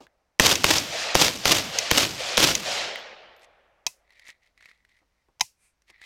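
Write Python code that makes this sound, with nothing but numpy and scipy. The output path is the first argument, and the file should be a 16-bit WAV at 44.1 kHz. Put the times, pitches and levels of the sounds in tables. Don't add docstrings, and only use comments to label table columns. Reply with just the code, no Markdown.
import sys
import numpy as np
from scipy import signal
from scipy.fft import rfft, irfft, next_fast_len
from scipy.io import wavfile
from scipy.ndimage import uniform_filter1d, minimum_filter1d, map_coordinates

SR = 44100
rng = np.random.default_rng(int(sys.argv[2]) if len(sys.argv) > 2 else 0)


def wrap_up_sound(samples):
    columns = np.atleast_2d(samples).T
    tamed = np.clip(columns, -1, 1)
    steps = np.round(tamed * 32767).astype(np.int16)
    wavfile.write(sys.argv[1], SR, steps)


N = 266805

# t/s, blast/dB, ground bounce/dB, bank scatter/dB, forest echo/dB, hammer/dB
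SHOTS = [(.3970, 8, 3.5, 2, -5, -21), (.6420, 5, -3.5, -1, -2, -16), (1.1520, 4, -1, 0, -2.5, -18),
         (1.4550, -3, -9, -4, -5, -16), (1.9123, 3.5, -1.5, -2, -3, -17), (2.3770, -5, -11, -3, -2.5, -13)]
def shots():
    out = np.zeros(N)
    near, far = clock(1), clock(2.3)
    for s, blast_db, ground_db, scatter_db, forest_db, _ in SHOTS:
        add(out, s, amp(blast_db) * muzzle(near) + amp(ground_db) * ground_bounce(near))
        add(out, s, amp(scatter_db) * (banks(near) + sinking_echo(near)))
        add(out, s, amp(forest_db) * forest(far))
    return out


# f/Hz, level/dB
BLAST_EQ = [(59, -38.5), (100, -7), (547, 0.5), (1310, -6), (2080, -0.5), (4870, -8), (5300, -5.5),
            (8460, -18), (10900, -15), (15000, -22.5), (16000, -34)]
def muzzle(t):
    return noise(BLAST_EQ, t) * burst(t, length=.0042)


def ground_bounce(t, lag=.0074, push_s=.00055, swing_hz=48, swing_t60=.055):
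    age = np.maximum(t - lag, 0)
    wave = (1 - age / push_s) * np.exp(-age / push_s / 1.25) * (1 - np.exp(-4 * age / push_s))
    swing = -amp(-18 - 60 * age / swing_t60) * np.sin(2 * np.pi * swing_hz * age)
    return amp(10.5) * wave + swing


# lag/s, level/dB, length/s
SLAPBACKS = [(0.022, -12, .005), (0.0626, 0.5, .0042), (0.068, 0, 0.0046), (0.0946, -8.5, .004),
             (0.104, -8.5, 0.00054), (0.114, -16, .008), (.1305, -1, .0005), (0.1386, -6, 0.00056)]
# f/Hz, level/dB
GRAVEL_EQ = [(180, -29.5), (300, -0.5), (385, -7.5), (502, -4), (900, -7), (1250, -7), (1360, -7.5),
             (1750, -7.5), (2980, -3), (4160, -6), (4830, -4.5), (6300, -7), (10000, -20), (13300, -19),
             (16000, -30.5)]
BOOM_EQ = [(20, -27), (45, -9), (80, 0), (150, -0.5), (220, -4.5), (320, -1), (400, -7), (520, -2.5),
           (900, -16), (2000, -45.5)]
# peak/s, rise/(dB/s), hold end/s, fall/(dB/s), tail share, tail fall/(dB/s)
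HISS_SHAPE = (0.0081, 2100, 0.12, 464, .36, 88)
BOOM_SHAPE = (.009, 800, .122, 250, .26, 60)
def banks(t, side_lag=.06, side_width_s=.017):
    swell = np.exp(-((t - side_lag) / side_width_s) ** 2)
    slaps = sum(amp(db + 1.7 * rng.standard_normal()) * burst(np.maximum(t - lag, 0), length)
                for lag, db, length in SLAPBACKS)
    hiss_gain = amp(-11.4 + 3.5 * swell + 1.4 * wobble(t, 200)) * envelope(t, HISS_SHAPE)
    hiss = hiss_gain * noise(GRAVEL_EQ, t, grain_db=2.5)
    boom = amp(-22.7 + 4.5 * swell) * envelope(t, BOOM_SHAPE) * noise(BOOM_EQ, t)
    return hiss + boom + slaps * noise(GRAVEL_EQ, t)


def sinking_echo(t, start_hz=300, end_hz=125, centre_s=.21, width_s=.06):
    hz = np.interp(t, [.15, .28], [start_hz, end_hz]) * (1 + .17 * wobble(t, 120))
    swell = amp(-34.5 + 2.5 * wobble(t, 70)) * np.exp(-((t - centre_s) / width_s) ** 2)
    return swell * np.sin(2 * np.pi * np.cumsum(hz) / SR)


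# f/Hz, level/dB
FOREST_EQ = [(100, -23), (300, -15), (430, -6.5), (560, .5), (720, 0), (1000, -5.5), (1500, -4), (2300, -1),
             (3300, -.5), (5500, -4), (7000, -9.5), (8500, -17), (12000, -28), (16000, -39)]
# peak/s, rise/(dB/s), hold end/s, fall/(dB/s), tail share, tail fall/(dB/s)
FOREST_SHAPE = (.288, 260, 0.45, 57, .22, 18)
def forest(t, air_loss=4, patchy_db=1.5):
    hz, lag, spectrum = signal.stft(noise(FOREST_EQ, t, grain_db=1), SR, nperseg=512)
    loss_db = air_loss * (hz[:, None] / 1000) ** 1.36 * np.maximum(lag - .38, 0)
    patches = uniform_filter1d(rng.standard_normal(spectrum.shape), size=4, axis=0)
    patches = unit(uniform_filter1d(patches, size=6, axis=1))
    tail = signal.istft(spectrum * amp(patchy_db * patches - loss_db), nperseg=512)[1][:len(t)]
    hollow = noise([(300, -29.5), (500, 0), (720, .5), (1100, -30.5), (3000, -58.5)], t)
    hollow *= amp(-5.5 + 3 * wobble(t, 60)) * np.exp(-((t - .31) / .026) ** 2)
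    return (tail + hollow) * envelope(t, FOREST_SHAPE) * amp(-25 + .4 * wobble(t, 40))


# t/s, level/dB
RESETS = [(.5549, -3.5), (.7829, -4.5), (1.7870, -7.5), (2.5519, -5.5)]
# t/s, level/dB, magazine send/dB, thud send/dB
LEVER_SNAPS = [(3.8655, -12, -20, -43), (3.8685, -17.5, -19, -39), (5.3967, -39, -8.5, -30),
               (5.4084, -13, -21.5, -35), (5.4106, -9, -12.5, -34)]
def action(hammer_lead_s=.0058):
    out = np.zeros(N)
    hammers = [(s - hammer_lead_s, db) for s, *_, db in SHOTS]
    for s, db in hammers + list(RESETS):
        add(out, s, amp(db) * steel_hit(magazine_db=-32, thud_db=-36))
    for s, db, magazine_db, thud_db in LEVER_SNAPS:
        add(out, s, amp(db) * steel_hit(magazine_db, thud_db))
    return out


# f/Hz, level/dB
STEEL_EQ = [(100, -24), (260, -25), (470, -28), (680, -9.5), (1000, -11), (1350, -15), (2000, -5),
            (3200, -1.5), (4400, -3.5), (5300, 3.5), (6500, 2), (8200, -16), (11500, -17), (16000, -23.5)]
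# f/Hz, level/dB, t60/s
RECEIVER_MODES = [(2050, -4, .05), (2400, -4.5, .035), (2510, -3.5, .04), (2610, -9, .06),
                  (3110, -4.5, 0.027), (3860, -2, .03), (4560, -6, 0.027), (5170, 0, 0.027),
                  (5700, -1.5, .035), (6300, 2, .03), (7000, -5.5, 0.035), (11700, -20, .06)]
MAGAZINE_MODES = [(650, -11.5, .03), (744, -5, .04), (865, -4, .05), (930, -5, 0.045), (1007, -4, 0.05)]
def steel_hit(magazine_db, thud_db, crack_t60=.013, wash_t60=.21, thud_t60=.075):
    t = clock(.25)
    crack = noise(STEEL_EQ, t, grain_db=2) * amp(1 - 60 * t / crack_t60)
    wash = noise([(1500, -22), (2600, -6), (3500, -10), (5500, 0), (11000, -7.5), (16000, -17)], t)
    wash *= amp(-31.5 - 60 * t / wash_t60)
    thud = noise([(30, -7), (95, 2), (250, -9), (450, -23), (1500, -46)], t)
    thud *= amp(thud_db - 60 * t / thud_t60)
    body = amp(-13) * ring(RECEIVER_MODES, t, vary_db=1)
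    body += amp(magazine_db) * ring(MAGAZINE_MODES, t, vary_db=1)
    rattle = amp(2 * wobble(t, 300))
    attack = 1 - np.exp(-t / .00015)
    return (crack + wash + thud + body * rattle) * attack


# t/s, rise/s, release/s, rub/dB, rustle/dB
STROKES = [(3.428, .025, .03, -60, -55), (4.22, .17, .17, -57.5, -68), (4.295, 0.049, 0.032, -56, -52),
           (4.462, .07, 0.054, -69.5, -73), (4.64, 0.084, .19, -61, -69), (4.965, .13, .08, -68, -75),
           (5.18, .1, .12, -81, -92), (5.9, 0.03, 0.019, -59, -55), (5.935, .04, 0.12, -61, -88),
           (6.045, 0.042, .05, -50, -55)]
# t/s, level/dB, bright edge/dB
KNOCKS = [(.068, -50, -30), (2.958, -26, -31), (4.1057, -49, -20), (4.1957, -48.5, -2), (4.289, -38, -10),
          (4.577, -55, -2), (4.6086, -48, -10), (4.625, -45, -12), (4.6577, -42, -20), (4.6887, -45, -17),
          (4.7136, -46, -16), (4.85, -55, -6), (5.82, -66, 7), (6.016, -42, -6)]
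# f/Hz, level/dB
RUB_EQ = [(100, -36), (300, -31), (900, -18), (1550, -16), (1950, 4.5), (2250, -2), (2900, -18),
          (4000, -11), (5000, -22), (7000, -42.5)]
RUSTLE_EQ = [(1200, -15), (2500, 1), (4000, -3), (6000, -6), (9000, -11), (13000, -22), (16000, -32)]
def handling(rub_depth_db=20.5, slips=70, pitch_spread=.06):
    t, rub, rustle = np.arange(N) / SR, np.zeros(N), np.zeros(N)
    for s, rise, release, rub_db, rustle_db in STROKES:
        press_db = -rub_depth_db * ((t - s) / np.where(t < s, rise, release)) ** 2
        rub += amp(rub_db + press_db)
        rustle += amp(rustle_db + 1.25 * press_db)
    flutter = amp(2.9 * wobble(t, 110))
    out = flutter * (rub * noise(RUB_EQ, t, grain_db=4.5) + rustle * noise(RUSTLE_EQ, t, grain_db=8))
    for s, db, bright_db in KNOCKS:
        add(out, s, amp(db) * knock(bright_db, np.exp(pitch_spread * rng.standard_normal())))
    slip_times = rng.uniform(STROKES[0][0] - STROKES[0][1], t[-1], slips)
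    for s, (size, detune) in zip(slip_times, rng.standard_normal((slips, 2))):
        gain = np.interp(s, t, rub) * amp(4 + 3.5 * size)
        add(out, s, gain * knock(bright_db=-12, pitch=np.exp(pitch_spread * detune)))
    return out


def knock(bright_db, pitch):
    t = clock(.1)
    body = noise([(hz * pitch, db) for hz, db in RUB_EQ], t) * amp(-60 * t / .022)
    edge = noise(RUSTLE_EQ, t) * amp(bright_db - 60 * t / .019)
    return body + edge


# t/s, level/dB, t60/s
BUMPS = [(.005, -46, .15), (5.017, -65, 0.11), (5.286, -62.5, 0.089), (5.895, -59.5, .12)]
def bumps():
    out, t = np.zeros(N), clock(.3)
    dull_eq = [(80, -9), (280, 1.5), (650, -1.5), (1100, -1.5), (2000, -26), (6000, -48)]
    for s, db, t60 in BUMPS:
        add(out, s, noise(dull_eq, t) * amp(db - 60 * t / t60))
    cloth = noise([(1500, -8), (2500, 2), (5000, 0), (7000, -6), (12000, -21)], t, grain_db=3)
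    add(out, BUMPS[0][0], cloth * amp(-58.5) * burst(t, length=.049))
    return out


# t/s, level/dB
CASE_DROPS = [(2.9870, -57), (3.365, -64), (3.395, -67)]
# f/Hz, level/dB, t60/s
BRASS_MODES = [(12750, -3, .11), (12930, -9, .09)]
def cases():
    out, t = np.zeros(N), clock(.2)
    for s, db in CASE_DROPS:
        tinkle = ring(BRASS_MODES, t, vary_db=0)
        tick = noise(RUSTLE_EQ, t) * amp(9 - 60 * t / .011)
        add(out, s, amp(db) * (tinkle + tick))
    return out


# t/s, level/dB, half length/s
GLIDES = [(4.98, -83, 0.022), (5.65, -66, 0.053)]
def glides():
    t = np.arange(N) / SR
    swell = sum(amp(db) * np.exp(-((t - s) / half) ** 2) for s, db, half in GLIDES)
    eq = [(1200, -6), (1900, -1), (2400, 9), (3000, -8), (7000, -3), (9000, 5), (11000, -5), (15000, -22)]
    return swell * noise(eq, t)


# f/Hz, level/dB
AIR_EQ = [(25, -9.5), (50, 0), (75, -8), (130, -15), (300, -20.5), (700, -20), (1300, -22.5), (2100, -23),
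          (3200, -29), (5800, -28.5), (7000, -34), (16000, -43)]
def outdoors(earlier_shot_s=1.7):
    t = np.arange(N) / SR
    out = amp(-75 + .7 * wobble(t, 3)) * noise(AIR_EQ, t)
    add(out, 0, forest(clock(earlier_shot_s + .5))[int(earlier_shot_s * SR):])
    return out


def amp(db):
    return 10 ** (np.asarray(db) / 20)


def unit(x):
    return x / np.sqrt(np.mean(x ** 2) + 1e-20)


def clock(seconds):
    return np.arange(int(seconds * SR)) / SR


def add(track, s, x):
    part = track[max(round(s * SR), 0):][:len(x)]
    part += x[:len(part)]


def wobble(t, rate):
    return map_coordinates(rng.standard_normal(int(t[-1] * rate) + 4), [t * rate])


def noise(eq, t, grain_db=0):
    size = next_fast_len(len(t))
    white = rng.standard_normal(len(t)) * amp(grain_db * wobble(t, 1500))
    hz, db = np.transpose(eq)
    curve_db = np.interp(np.log(np.fft.rfftfreq(size, 1 / SR) + 1), np.log(hz + 1), db)
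    return unit(irfft(rfft(white, size) * amp(curve_db), size)[:len(t)])


def burst(t, length):
    return (1 - np.exp(-t / .0002)) * np.exp(-np.minimum(t / length, 10) ** 4)


def envelope(t, shape):
    peak_s, rise, hold_end_s, fall, share, tail_fall = shape
    attack = amp(-rise * np.maximum(peak_s - t, 0))
    after = np.maximum(t - hold_end_s, 0)
    return attack * ((1 - share) * amp(-fall * after) + share * amp(-tail_fall * after))


def ring(modes, t, vary_db):
    return sum(amp(db + vary_db * rng.standard_normal() - 60 * t / t60)
               * np.sin(2 * np.pi * (hz * t + rng.random())) for hz, db, t60 in modes)


def scene():
    return (shots() + action() + cases() + handling() + glides() + bumps() + outdoors())[None]


def record(dry, overload_db=9, ceiling_db=-3, recovery_db_per_s=25, top_hz=16000):
    saturated = dry / (1 + (dry / amp(overload_db)) ** 4) ** (1 / 4)
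    recovered_db = recovery_db_per_s * np.arange(N) / SR
    excess_db = np.maximum(20 * np.log10(np.abs(saturated[0]) + 1e-9) - ceiling_db, 0)
    duck_db = np.maximum.accumulate(excess_db + recovered_db) - recovered_db
    gain = uniform_filter1d(minimum_filter1d(amp(-duck_db), size=65), size=65)
    high_cut = signal.ellip(10, .1, 80, top_hz, fs=SR, output="sos")
    return signal.sosfilt(high_cut, saturated * gain)


dry = scene()
out = record(dry)
wrap_up_sound(out)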